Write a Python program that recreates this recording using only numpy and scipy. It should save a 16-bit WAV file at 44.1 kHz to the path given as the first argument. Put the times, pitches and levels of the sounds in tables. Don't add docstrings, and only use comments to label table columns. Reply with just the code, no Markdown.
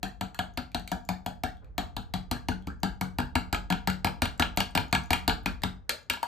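import sys
import numpy as np
from scipy import signal
from scipy.fft import rfft, irfft, next_fast_len
from scipy.io import wavfile
from scipy.ndimage import uniform_filter1d

SR = 44100
rng = np.random.default_rng(int(sys.argv[2]) if len(sys.argv) > 2 else 0)


def log_audio(samples):
    frames = np.atleast_2d(samples).T
    limited = np.clip(frames, -1, 1)
    pcm = np.round(limited * 32767).astype(np.int16)
    wavfile.write(sys.argv[1], SR, pcm)


N = 276507

# t/s, clink level/dB, thud, hollow, wall, tick levels/dB re clink,
# clink f/Hz, hollow f/Hz
KNOCKS = [(0.0299, -31.5, 5.5, 6.5, -20, 7.5, 2790, 713), (0.2103, -26, 0.5, 2.5, -6.5, 0, 3200, 706),
          (0.3455, -51, -13, 3.5, 8.5, 17.5, 2790, 990), (0.39, -23, -2.5, 1.5, -2, -0.5, 3200, 720),
          (0.574, -26, -0.5, -0.5, -5.5, 1, 3000, 657), (0.7462, -19, -4.5, -3.5, -13, -5, 4370, 750),
          (0.8762, -35, -21, -12, -27, 4.5, 2440, 720), (0.9167, -28, 3.5, 7, -0.5, 6.5, 2700, 705),
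          (1.0894, -26.5, 1.5, 5.5, -17, 5.5, 2250, 730), (1.262, -30, 3, 7.5, -19, 5.5, 3040, 737),
          (1.4358, -27.5, 3.5, 6.5, -2.5, 4, 2070, 740), (1.7801, -25, 2, 3, -5.5, 4.5, 2250, 718),
          (1.966, -26, -1, -1, -10.5, -1, 3970, 767), (2.138, -25.5, 2, 1, -16, 3.5, 4100, 758),
          (2.313, -27, 6.5, 3, -9, 6.5, 4430, 772), (2.4853, -26, 7.5, 4.5, -7.5, 4, 2140, 793),
          (2.6714, -37.5, 14, 2, -14, 2.5, 2220, 775), (2.832, -24.5, 5, 5, -4, 4, 4410, 785),
          (3.0115, -26, 3, 2.5, -5.5, 5.5, 2280, 787), (3.1854, -25, 6.5, 3.5, -1, 2, 2530, 800),
          (3.2016, -29, -2.5, 6.5, -15, -1.5, 2340, 876), (3.3542, -19, 0, 1.5, -4, 2, 2360, 814),
          (3.5275, -23, 4.5, 2, -3, 4.5, 2170, 797), (3.5458, -19.5, -21.5, -6, -9.5, -10, 2600, 775),
          (3.702, -26, 6, 6, 1.5, 6, 2770, 630), (3.7241, -19.5, -8, -4.5, -13, -8.5, 2500, 866),
          (3.8737, -26.5, 6, 8, -1.5, 10, 2400, 815), (3.9001, -26.5, -27, -17, -11, -0.5, 2120, 740),
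          (4.0457, -17.5, -0.5, -0.5, -10, 1.5, 2330, 763), (4.0699, -22, -25, 0.5, -6.5, -9, 2580, 910),
          (4.2197, -19, 0, -0.5, -8, 4.5, 2400, 820), (4.255, -23, -25, -5, -17, -4, 3000, 880),
          (4.3967, -21.5, 4.5, 2, 0.5, 6, 4040, 650), (4.4223, -12.5, -30, -8, -11, -12, 2750, 890),
          (4.573, -21.5, 3, 2.5, -10.5, 7.5, 2440, 684), (4.6036, -16, -23.5, -5.5, -11.5, -0.5, 2980, 880),
          (4.7516, -19, -0.5, 0, -5, 4.5, 2430, 783), (4.775, -15, -8, -3, -13.5, -4, 2640, 935),
          (4.9272, -17, -1, -0.5, -7, 3.5, 2200, 720), (4.9498, -14, -22, -9, -7, -5, 2320, 910),
          (5.1056, -18.5, -0.5, 2, -11, 5.5, 2300, 733), (5.1309, -14, -21, -7, -14, -2, 2600, 920),
          (5.2785, -22, 5.5, 4.5, -24, 10, 4300, 770), (5.2951, -16.5, -17, -8.5, -10.5, -11, 2940, 915),
          (5.4592, -19.5, -2, -3, -10.5, -0.5, 2240, 806), (5.6348, -18, -3.5, -3.5, -10.5, -2, 3970, 860),
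          (5.8938, -20, -18.5, -18, -9, 8.5, 2260, 960), (6.0989, -14, -19, -18.5, -12.5, 1, 2340, 915),
          (6.135, -30.5, -19, -4, 1, -1, 3660, 1030), (6.1714, -38.5, -19, 3, -7, -12.5, 2320, 966),
          (6.2292, -32.5, -9.5, 15, -0.5, 8.5, 2300, 1050)]

def knocks():
    mix, t = np.zeros((2, N + SR)), np.arange(SR // 4) / SR
    for start_s, db, thud_db, hollow_db, wall_db, tick_db, clink_hz, hollow_hz in KNOCKS:
        ringing = clink(t, clink_hz)
        contact = gain_of(tick_db) * tick(t, t60_s=0.017)
        t_jug, t_table = np.maximum(t - 0.0012, 0), np.maximum(t - 0.003, 0)
        ringing += gain_of(wall_db) * wall(t_jug)
        ringing += gain_of(hollow_db) * hollow(t_jug, hollow_hz)
        ringing += gain_of(thud_db + SQUELCH_DB) * squelch(t)
        ringing += gain_of(thud_db) * thud(t_table)
        at = round(start_s * SR)
        mix[:, at:at + len(t)] += gain_of(db) * np.array([ringing, contact])
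    return mix[:, :N]


# f/Hz, level/dB, t60/s
CLINK_MODES = [(2265, 1.5, 0.031), (2401, 3.5, 0.015), (2804, -1.5, 0.016), (2906, -3, 0.03),
               (3052, 1, 0.075), (3324, 0, 0.014), (3656, -3, 0.045), (3900, 0, 0.015), (4070, 7.5, 0.0089),
               (4890, 4.5, 0.0091)]

def clink(t, hz):
    return ring(CLINK_MODES, t, rise_s=0.0043, detune=0.01, near_hz=hz, reach=0.31, max_t60_s=0.016)


# f/Hz, level/dB, t60/s
WALL_MODES = [(1270, -5, .025), (1346, -3, .04), (1429, -2, .04), (1540, -4, .03), (1655, -4, .05),
              (1750, -4, .03)]

def wall(t):
    return ring(WALL_MODES, t, rise_s=0.042, detune=0.0073)


# f/Hz, level/dB, t60/s
HOLLOW_MODES = [(587, -7.5, 0.035), (724.8, -2, 0.11), (781.2, -8.5, 0.22), (829.5, 4.5, 0.038),
                (890.5, 5, 0.054), (929, 1, 0.087), (1092, -8, 0.023)]

def hollow(t, hz):
    t_glide = t + 0.11 * (t - 0.046 * (1 - np.exp(-t / 0.041)))
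    return ring(HOLLOW_MODES, t_glide, rise_s=0.00089, detune=0.008, near_hz=hz, reach=0.094)


# f/Hz, level/dB, t60/s
TABLE_MODES = [(49.3, -16.5, 0.66), (69, 2, 0.024), (101, 3, 0.059), (143.6, -10.5, 0.26),
               (165, -4.5, 0.11), (185.6, -1.5, 0.18), (244, -0.5, 0.1), (274.6, -0.5, 0.058),
               (349.3, -26.5, 0.015), (443.7, -10, 0.066)]

def thud(t):
    return ring(TABLE_MODES, t, rise_s=0.0021, detune=0.024)


# f/Hz, level/dB
TICK_SPECTRUM = [(150, -39), (400, -7.5), (700, -8.5), (1200, -1.5), (2400, -5), (3500, -7.5), (4500, -1.5),
                 (5500, -11), (7000, -9), (8300, -8.5), (10000, -7), (11500, -13), (13500, -8.5),
                 (15300, -11.5), (16800, -25)]

def tick(t, t60_s):
    hz = abs(np.fft.fftfreq(1024, 1 / SR))
    log_gain = np.log(gain_of(read(TICK_SPECTRUM, hz)))
    click = np.fft.ifft(np.exp(np.conj(signal.hilbert(log_gain)))).real[:512]
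    chatter = rng.standard_normal(len(t)) * gain_of(-60 * t / t60_s) * (1 - np.exp(-t / 0.0004))
    chatter[16] += 5
    sound = signal.oaconvolve(chatter, click)[:len(t)]
    treble = signal.sosfilt(signal.butter(4, 6000, "highpass", fs=SR, output="sos"), sound[:600])
    return sound / abs(treble).max()


SQUELCH_DB, SQUELCH_PEAK_S = -16.5, 0.023
SQUELCH_START_HZ, SQUELCH_TOP_HZ, SQUELCH_CLIMB_S = 1143.5, 1814, 0.045

def squelch(t):
    pitch, size = rng.standard_normal(2)
    hz = SQUELCH_TOP_HZ - (SQUELCH_TOP_HZ - SQUELCH_START_HZ) * np.exp(-t / SQUELCH_CLIMB_S)
    tone = np.sin(2 * np.pi * (1 + 0.05 * pitch) * np.cumsum(hz) / SR)
    ragged = unit_rms(uniform_filter1d(uniform_filter1d(rng.standard_normal(len(t)), 130), 130))
    swell = (t / SQUELCH_PEAK_S * np.exp(1 - t / SQUELCH_PEAK_S)) ** 2
    return gain_of(2.5 * size) * swell * (0.2 + 0.7 * ragged) * tone


# t/s, level/dB, f/Hz
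SMACKS = [(.084, -49, 12200), (.538, -52, 6500), (0.718, -43, 2460), (0.797, -33.5, 4460),
          (1.0514, -43, 7100), (1.247, -62, 12500), (1.57, -53, 3360), (1.646, -51, 2470),
          (2.624, -51, 3250), (2.803, -54, 6500), (4.378, -42, 7440), (4.563, -38, 12800),
          (4.609, -41, 12800), (4.709, -45, 8500), (4.882, -48.5, 6750), (4.913, -47, 6470),
          (5.034, -48, 9000), (5.038, -40.5, 6160), (5.059, -42.5, 7000), (5.433, -53, 12000),
          (5.6198, -31, 1770), (6.03, -52, 6940)]

def smacks():
    mix, t = np.zeros(N + SR), np.arange(800) / SR
    for start_s, db, hz in SMACKS:
        blip = np.sin(2 * np.pi * hz * t) * gain_of(-60 * t / 0.011)
        snap = filtered(tick(t, t60_s=0.0024), lambda f: (f / hz) ** 2 / (1 + (f / hz) ** 2.3))
        at = round(start_s * SR)
        mix[at:at + len(t)] += gain_of(db) * (0.6 * blip + 1.1 * snap)
    return mix[:N]


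# t/s, level/dB
SLOP_LEVEL = [(1.6, -83), (1.63, -57.5), (1.68, -65), (1.73, -72)]
# f/Hz, level/dB
SLOP_SPECTRUM = [(150, -28), (300, -16.5), (450, -8), (600, -14.5), (900, -20.5), (1500, -18),
                 (4000, -56.5), (8000, -110)]

def slop():
    return envelope(SLOP_LEVEL) * noise(SLOP_SPECTRUM, coherence=0.73)


# t/s, level/dB
STIR_LEVEL = [(0.0, -52.5), (1.38, -47), (1.8, -44), (4.12, -45), (4.54, -48.5), (5.03, -46.5),
              (5.66, -42.5), (5.83, -49.5), (6.27, -78)]
# f/Hz, level/dB
SWAY_SPECTRUM = [(20, -56.5), (35, 10), (50, 7), (70, 9), (100, -3.5), (160, -12), (400, -45.5),
                 (2000, -110)]
JOLT_DB, JOLT_RISE_S, JOLT_T60_S = -14.5, 0.03, 0.36

def sway():
    t, swells = np.arange(0, N, 64) / SR, 0
    for start_s, db, thud_db, *_ in KNOCKS:
        age_s = np.maximum(t - start_s, 0)
        decay = gain_of(db + thud_db + JOLT_DB - 60 * age_s / JOLT_T60_S)
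        swells += decay * (1 - np.exp(-age_s / JOLT_RISE_S))
    rocking = envelope(STIR_LEVEL) * noise(SWAY_SPECTRUM, coherence=0.26)
    jolts = np.interp(np.arange(N) / SR, t, swells) * noise(SWAY_SPECTRUM, coherence=0.33)
    return rocking + jolts


# f/Hz, t60/s
TAIL_T60 = [(100, 0.33), (400, 0.33), (1100, 0.32), (3000, 0.25), (6000, 0.26), (9000, 0.21), (14000, 0.2)]
# f/Hz, level/dB
TAIL_LEVEL = [(100, 4.5), (300, -3.5), (500, 5.5), (800, -6), (1300, -2), (2000, -7), (3500, -1),
              (5500, -8.5), (8300, -7.5), (10000, -14), (12000, -11.5), (14500, -14), (16000, -15.5)]
# f/Hz, coherence
TAIL_COHERENCE = [(100, 0.59), (300, 0.55), (700, 0.16), (1600, 0.12), (2100, 0.97), (3200, 0.67),
                  (4300, 0.41), (5500, 0.75), (6500, 0.66), (15000, 1)]

def kitchen_tail():
    onset = np.minimum(np.arange(SR // 2) / (0.0042 * SR), 1) ** 2
    hz, t, bands = signal.stft(rng.standard_normal((2, SR // 2)) * onset, SR, nperseg=256)
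    hz = hz[:, None]
    bands = correlated(*bands, read(TAIL_COHERENCE, hz))
    t60_s = read(TAIL_T60, hz)
    decay = gain_of(read(TAIL_LEVEL, hz) - 60 * t / t60_s)
    energy_norm = np.sqrt(6 * np.log(10) / (t60_s * SR))
    return signal.istft(bands * decay * energy_norm, SR, nperseg=256)[1]


# f/Hz, level/dB
AIR_SPECTRUM = [(100, 0), (300, -10), (800, -24), (2000, -36), (3500, -42), (7000, -49), (10000, -60),
                (13000, -52), (16000, -62)]
AIR_DB = -62

def room_air():
    return gain_of(AIR_DB) * noise(AIR_SPECTRUM, coherence=0.59)


def ring(modes, t, rise_s, detune, near_hz=None, reach=1, max_t60_s=1):
    hz, db, t60_s = np.transpose(modes)[:, :, None]
    level_draw, pitch_draw = rng.standard_normal((2,) + hz.shape)
    if near_hz:
        db = db - np.minimum(6 * abs(np.log(hz / near_hz)) / reach, 14)
    decays = gain_of(db + 2 * level_draw - 60 * t / np.minimum(t60_s, max_t60_s))
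    tones = np.sin(2 * np.pi * hz * (1 + detune * pitch_draw) * t)
    sound = (decays * tones).sum(0) * (1 - np.exp(-t / rise_s))
    return sound / abs(sound).max()


def noise(spectrum, coherence):
    pair = correlated(*rng.standard_normal((2, N)), coherence)
    return unit_rms(filtered(pair, lambda hz: gain_of(read(spectrum, hz))))


def correlated(a, b, coherence):
    return np.array([a, coherence * a + np.sqrt(1 - coherence ** 2) * b])


def envelope(curve):
    return gain_of(np.interp(np.arange(N) / SR, *np.transpose(curve)))


def gain_of(db):
    return 10 ** (np.asarray(db) / 20)


def unit_rms(x):
    return x / np.sqrt(np.mean(x ** 2) + 1e-20)


def read(points, hz):
    f, value = np.transpose(points)
    return np.interp(np.log(hz + 1), np.log(f + 1), value)


def filtered(x, response):
    size = next_fast_len(x.shape[-1] + 4096)
    return irfft(rfft(x, size) * response(np.fft.rfftfreq(size, 1 / SR)), size)[..., :x.shape[-1]]


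def scene():
    rings, contacts = knocks()
    contacts = contacts + smacks()
    send = gain_of(-2.5) * rings + gain_of(4.5) * contacts
    fade_rad = 2 * np.pi * 1.1 * np.arange(N) / SR
    wet = sum(signal.fftconvolve((send * fade)[None], kitchen_tail(), axes=1)[:, :N]
              for fade in (np.cos(fade_rad), np.sin(fade_rad)))
    return rings + contacts + wet + sway() + slop() + room_air()


# f/Hz, level/dB
PORT_BALANCE = [(60, 0), (110, -1), (200, 6.5), (380, 4), (700, 7), (1290, 1), (2380, 0.5), (4400, 3),
                (8120, 0.5), (15000, 0.0)]
# f/Hz, phase/rad
PORT_PHASE = [(50, -.6), (300, -.1), (600, -.9), (1100, -.9), (1450, -1.9), (1900, 0), (3300, 1),
              (4900, .7), (5500, -.9), (6500, 0), (7800, -.8), (9000, -2.4), (10500, -3.7), (12100, -5.7),
              (14000, -7.5), (15700, -9.3)]
LOW_CUT_HZ, HIGH_CUT_HZ = 42, 16600

def record(dry):
    side = np.array([[0.5], [-0.5]])
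    dry = signal.sosfilt(signal.butter(3, LOW_CUT_HZ, "highpass", fs=SR, output="sos"), dry)
    ports = filtered(dry, lambda hz: gain_of(side * read(PORT_BALANCE, hz))
                     * np.exp(1j * side * read(PORT_PHASE, hz)))
    lowpass = signal.firwin(511, HIGH_CUT_HZ, window=("kaiser", 9), fs=SR)
    return signal.oaconvolve(ports, lowpass[None], "same")


dry = scene()
out = record(dry)
log_audio(out)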